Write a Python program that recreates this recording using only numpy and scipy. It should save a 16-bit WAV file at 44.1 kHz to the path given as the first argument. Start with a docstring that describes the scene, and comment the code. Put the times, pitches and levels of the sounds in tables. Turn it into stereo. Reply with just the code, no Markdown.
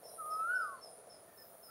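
"""Among trees in still air, a koel gives one drawn-out, rising and falling whistle from a treetop.
The tone is nearly pure; its reflections from the trees interfere with it as the pitch moves.
A small bird cheeps about four times a second. Three insects buzz high in the treble, their rapid
strokes filtered by their bodies, and a soft, low patter runs on over a faint hush.
At the very end the koel starts its next whistle."""
import sys
import numpy as np
from scipy import signal
from scipy.fft import rfft, irfft
from scipy.io import wavfile
from scipy.ndimage import uniform_filter1d

SR = 44100
rng = np.random.default_rng(int(sys.argv[2]) if len(sys.argv) > 2 else 0)


def to_wav(s):
    """Save 16-bit WAV."""
    ch = np.atleast_2d(s).T  # columns
    pcm = np.round(np.clip(ch, -1, 1) * 32767)  # PCM
    wavfile.write(sys.argv[1], SR, pcm.astype(np.int16))


N = 74970
t = np.arange(N) / SR


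def undb(db):
    """Amplitude ratio of a level in decibels."""
    return 10 ** (np.asarray(db) / 20)


def unit(x):
    """Normalisation to rms 1."""
    return x / np.sqrt(np.mean(x ** 2))


def curve(rows, column=1):
    """Linear interpolation of one table column in time."""
    rows = np.array(rows)
    return np.interp(t, rows[:, 0], rows[:, column])


def colour(x, response):
    """Spectral shaping by a magnitude response of (f/Hz, gain/dB) points."""
    hz, db = np.array(response).T
    f = np.maximum(np.fft.rfftfreq(N, 1 / SR), 1)
    return irfft(rfft(x) * undb(np.interp(np.log(f), np.log(hz), db)), N)


def drift(rate_hz):
    """Low-pass noise: a smooth random fluctuation of rms 1."""
    width = max(int(SR / rate_hz), 1)
    smoothed = uniform_filter1d(rng.standard_normal(N), width, mode="wrap")
    return unit(uniform_filter1d(smoothed, width, mode="wrap"))


def pan(db):
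    """Interaural level difference at constant power; pan/dB is left minus right."""
    gains = undb(np.array([db, -db]) / 2).reshape(2, -1)
    return gains / np.sqrt(np.mean(gains ** 2, axis=0))


def ears(x, lag_s):
    """Interaural time difference: the left ear hears the sound later."""
    return np.array([np.interp(t - lag_s, t, x), x])


def foliage(x, t60_s):
    """Diffuse scattering by leaves and branches: an exponential decay, different at each ear."""
    decay = np.exp(-np.log(1000) * t / t60_s)
    onset = 1 - np.exp(-t / 0.003)
    tail = rng.standard_normal((2, N)) * decay * onset
    return signal.fftconvolve(x[None], unit(tail) / np.sqrt(N), axes=1)[:, :N]


# Spectrum of the still air: f/Hz, relative level/dB
AIR_SPECTRUM = [(25, -33), (42, -15), (62, -9.5), (140, -2), (280, -3), (500, 2.5), (900, -5), (1300, -4.5),
                (1900, -11.5), (2800, -18.5), (5000, -18), (8000, -21.5), (11000, -32), (15000, -52)]
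# Its stereo width: f/Hz, side minus mid/dB
AIR_WIDTH = [(30, -28), (60, -31), (130, -11.5), (700, -7.5), (2000, 0.5), (8000, 3)]

def air(level_db=-64):
    """Partial coherence: a broadband hush, alike at both ears in the bass and wide in the treble."""
    mid, side = (unit(colour(rng.standard_normal(N), AIR_SPECTRUM)) for _ in range(2))
    side = colour(side, AIR_WIDTH)
    return undb(level_db + 0.36 * drift(6.5)) * np.array([mid + side, mid - side])


# Swell of a rustle: peak t/s, 1/e half-width/s, peak level/dB, pan/dB
RUSTLE_SWELL = (3, 0.86, -60, 2)
# Its spectrum: f/Hz, relative level/dB
RUSTLE_SPECTRUM = [(4500, -30), (6200, -4), (7500, -10), (8600, -3), (9500, 0), (12000, -14), (15000, -15)]

def rustle(peak_s, half_width_s, peak_db, pan_db):
    """High noise under a Gaussian envelope; only its faint onset is heard before the scene ends."""
    swell = np.exp(-((t - peak_s) / half_width_s) ** 2)
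    hiss = np.array([unit(colour(rng.standard_normal(N), RUSTLE_SPECTRUM)) for _ in range(2)])
    return undb(peak_db) * pan(pan_db) * swell * hiss


# Spectrum of the patter: f/Hz, relative level/dB
PATTER_SPECTRUM = [(40, -70), (200, -30.5), (330, -23), (440, -3.5), (560, -2), (680, 3), (790, -8.5),
                   (950, -13.5), (1400, -34)]
# Its envelope: t/s, level/dB
PATTER_ENVELOPE = [(0, -78), (.03, -54.5), (.18, -58), (.38, -54), (.45, -58), (.65, -55), (.78, -63),
                   (.9, -58), (1.1, -58.5), (1.38, -68), (1.53, -61.5), (1.7, -68)]

def patter(ticks_per_s=480, spread_db=2.07, side_db=-12.5):
    """Shot noise: random impulses of uneven size, band-limited into soft, hollow ticks."""
    impulses = (rng.random(N) < ticks_per_s / SR) * np.sign(rng.standard_normal(N))
    sizes = undb(spread_db * rng.exponential(size=N))
    mid = unit(colour(impulses * sizes, PATTER_SPECTRUM))
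    side = undb(side_db) * unit(colour(rng.standard_normal(N), PATTER_SPECTRUM))
    return np.array([mid + side, mid - side]) * undb(curve(PATTER_ENVELOPE))


def insect(body, envelope, stroke_hz, roughness, rise_hz_per_s=0):
    """Source and filter: periodic strokes give harmonics and a pulsing scrape, shaped by the body."""
    rate_waver, stroke_depth, swell_db = 0.000378, 0.18, 1.9
    shimmer_hz, shimmer_db, shimmer_cycles = 3.34, 4.5, 0.094
    strokes = np.cumsum(stroke_hz * (1 + rate_waver * drift(10.9))) / SR
    body_hz, body_db = np.array(body).T
    tuning_hz = rise_hz_per_s * (t - t.mean())
    sides = []
    for _ in range(2):
        fade, wander = drift(shimmer_hz), drift(shimmer_hz)
        offsets = rng.random(size=(200, 2))
        harmonics = np.zeros(N)
        for k in range(int(body_hz[0] / stroke_hz), int(body_hz[-1] / stroke_hz)):
            # each harmonic fades in its own time on its way through the leaves
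            shift, start_cycles = int(offsets[k, 0] * N), offsets[k, 1]
            db = np.interp(k * stroke_hz - tuning_hz, body_hz, body_db)
            db += shimmer_db * np.roll(fade, shift)
            cycles = k * strokes + start_cycles + shimmer_cycles * np.roll(wander, shift)
            harmonics += undb(db) * np.sin(2 * np.pi * cycles)
        scrape = rng.standard_normal(N) * (1 + stroke_depth * np.cos(2 * np.pi * strokes))
        sides.append(unit(unit(harmonics) + roughness * unit(colour(scrape, body))))
    amplitude = undb(curve(envelope) + swell_db * drift(14))
    return np.array(sides) * amplitude * pan(curve(envelope, column=2))


# Body resonances of the three insects: f/Hz, gain/dB
BUZZ_RESPONSE = [(8300, -51), (8950, -15), (9300, -4), (9560, -4), (9800, -2.5), (10050, -8.5),
                 (10450, -16.5), (10900, -49)]
SHRILL_RESPONSE = [(11600, -35), (12050, -13), (12350, -18), (12850, -4), (13080, -10), (13350, -28),
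                   (13700, -13), (13950, 0), (14300, -5), (14700, -14), (15250, -15), (15580, -4),
                   (15900, -22)]
RASP_RESPONSE = [(9800, -30), (10700, -9), (11350, 0), (11900, -12), (12450, -6), (13100, -20),
                 (13600, -35)]
# Their envelopes: t/s, level/dB, pan/dB
BUZZ_ENVELOPE = [(0, -60, -1.5), (.21, -54, 0), (.36, -58, -1.5), (.63, -55.5, 6.5), (.78, -61, -5),
                 (.93, -54.5, 2), (1.06, -62, 8), (1.41, -61, 4), (1.7, -60, 10)]
SHRILL_ENVELOPE = [(0, -68, 8.7), (.22, -63.5, 26), (.6, -75.5, 25), (1.15, -76.5, 8.4), (1.38, -61.5, 26),
                   (1.7, -61, 42)]
RASP_ENVELOPE = [(0, -65, 2.6), (.35, -61, 4.7), (.65, -68, 11), (.93, -71.5, 4.9), (1.1, -75.5, 4.3),
                 (1.7, -78, 3.1)]

def insects():
    """Incoherent sources add in power: a buzz, a shriller insect on the left and a fading rasp."""
    buzz = insect(BUZZ_RESPONSE, BUZZ_ENVELOPE, stroke_hz=122.07, roughness=0.6, rise_hz_per_s=230)
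    shrill = insect(SHRILL_RESPONSE, SHRILL_ENVELOPE, stroke_hz=130, roughness=4.6)
    rasp = insect(RASP_RESPONSE, RASP_ENVELOPE, stroke_hz=109.5, roughness=2)
    return buzz + shrill + rasp


def note(start_s, hz, length_s, db, glide_hz_per_s):
    """Quadratic chirp: a slightly unsteady tone holds its pitch, then slides ever faster."""
    attack_s, release_s, waver, flutter_db = 0.012, 0.017, 0.01104, 2.5
    age = t - start_s
    slide_hz = glide_hz_per_s * length_s * np.clip(age / length_s, 0, 1) ** 2
    pitch = (hz + slide_hz) * (1 + waver * drift(410))
    envelope = np.clip(age / attack_s, 0, 1) * np.clip((length_s - age) / release_s, 0, 1)
    return undb(db + flutter_db * drift(120)) * envelope * np.sin(2 * np.pi * np.cumsum(pitch) / SR)


# Faint bird notes and, at the very end, the start of the koel's next whistle:
# t/s, starting f/Hz, duration/s, level/dB, mean glide/(Hz/s), pan/dB
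FAINT_NOTES = [(0.059, 5680, 0.1, -66, -2000, -2), (0.084, 4050, 0.087, -73.5, -1000, -11),
               (0.751, 4510, 0.066, -73, -6000, 4), (1.276, 1814, 0.16, -65, -400, 29),
               (1.679, 1323, 0.058, -57, 3500, -11)]

def faint_notes():
    """Reverberation: faint bird notes and the koel's next onset, about as strong scattered as direct."""
    direct = sum(pan(pan_db) * note(*row) for *row, pan_db in FAINT_NOTES)
    return direct + foliage(direct.mean(axis=0), t60_s=0.16)


# Cheeps of the small bird: t/s, starting f/Hz, duration/s, level/dB
CHEEP_NOTES = [(0.03, 5346, 0.085, -59), (0.299, 5300, .07, -57), (0.545, 5310, 0.1, -59.5),
               (0.81, 5333, 0.082, -55.5), (1.093, 5285, 0.069, -55.5), (1.37, 5270, 0.0706, -57),
               (1.623, 5256, 0.068, -57)]

def small_bird(pan_db=-2, reverb_db=-1.5):
    """Frequency modulation: regular falling cheeps, blurred by scattering in the leaves."""
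    cheeps = sum(note(*row, glide_hz_per_s=-4300) for row in CHEEP_NOTES)
    reverb = undb(reverb_db) * foliage(cheeps, t60_s=0.23)
    return pan(pan_db) * (ears(cheeps, lag_s=0.00004) + reverb)


# Reflection by thin trunks and twigs: f/Hz, gain/dB
TREE_RESPONSE = [(1000, -13), (1300, -8), (1490, 0), (3000, 0)]
# Echo paths from single trees: delay/s, gain/dB, pan/dB
TREE_PATHS = [(.012, -13.5, -2), (.034, -12.5, -11), (.066, -8.5, 14), (.091, -11, -2),
              (.143, -17.5, -11.5), (.178, -21.5, 8), (.21, -29, -13)]

def tree_echoes(call, reverb_db=-13):
    """Scattering: thin trunks and twigs return short wavelengths best, as echoes and a diffuse tail."""
    scattered = colour(call, TREE_RESPONSE)
    echoes = sum(undb(db) * pan(pan_db) * np.interp(t - delay_s, t, scattered)
                 for delay_s, db, pan_db in TREE_PATHS)
    return echoes + undb(reverb_db) * foliage(scattered, t60_s=0.38)


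# Fundamental of the whistle: t/s, f/Hz
KOEL_FUNDAMENTAL = [(.178, 1322), (.2, 1308), (.228, 1216), (.262, 1236), (.33, 1256), (.425, 1304),
                    (.47, 1378), (.512, 1456), (.55, 1510), (.572, 1494), (.6, 1400), (.638, 1280),
                    (.68, 1172), (.725, 1098), (.79, 1005)]
# Its envelope: t/s, level/dB
KOEL_ENVELOPE = [(.168, -80), (.19, -47), (.205, -41), (.235, -46.5), (.255, -42), (.295, -43.5),
                 (.328, -36), (.375, -40.5), (.405, -34), (.47, -37.5), (.505, -33.5), (.568, -34.5),
                 (.595, -38), (.635, -36.5), (.67, -45), (.755, -50), (.77, -65), (.795, -54)]
# Its overtones at full effort: harmonic number, level/dB re the fundamental
KOEL_HARMONICS = [(2, -36), (3, -36.5), (5, -42)]

def koel(waver=0.0028, pan_db=-2.5):
    """Interference: a gliding whistle, with faint overtones when loud, beats against its own echoes."""
    hz = uniform_filter1d(curve(KOEL_FUNDAMENTAL), size=500) * (1 + waver * drift(170))
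    phase = 2 * np.pi * np.cumsum(hz) / SR
    sounding = (t > KOEL_ENVELOPE[0][0]) & (t < KOEL_ENVELOPE[-1][0])
    amplitude = undb(curve(KOEL_ENVELOPE)) * sounding
    effort = amplitude / amplitude.max()
    overtones = sum(undb(db) * np.sin(k * phase) for k, db in KOEL_HARMONICS)
    call = np.sqrt(2) * amplitude * (np.sin(phase) + effort ** 3 * overtones)
    direct = pan(pan_db) * ears(call, lag_s=0.00009)
    return direct + tree_echoes(call)


def scene():
    """Superposition: the pressures of birds, insects and background add at each ear."""
    birds = koel() + small_bird() + faint_notes()
    return birds + insects() + patter() + air() + rustle(*RUSTLE_SWELL)


def record(dry, cutoff_hz=15750):
    """Band limiting: an elliptic low-pass filter cuts the highest treble steeply."""
    return signal.sosfilt(signal.ellip(10, .2, 80, cutoff_hz, fs=SR, output="sos"), dry)


dry = scene()
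out = record(dry)
to_wav(out)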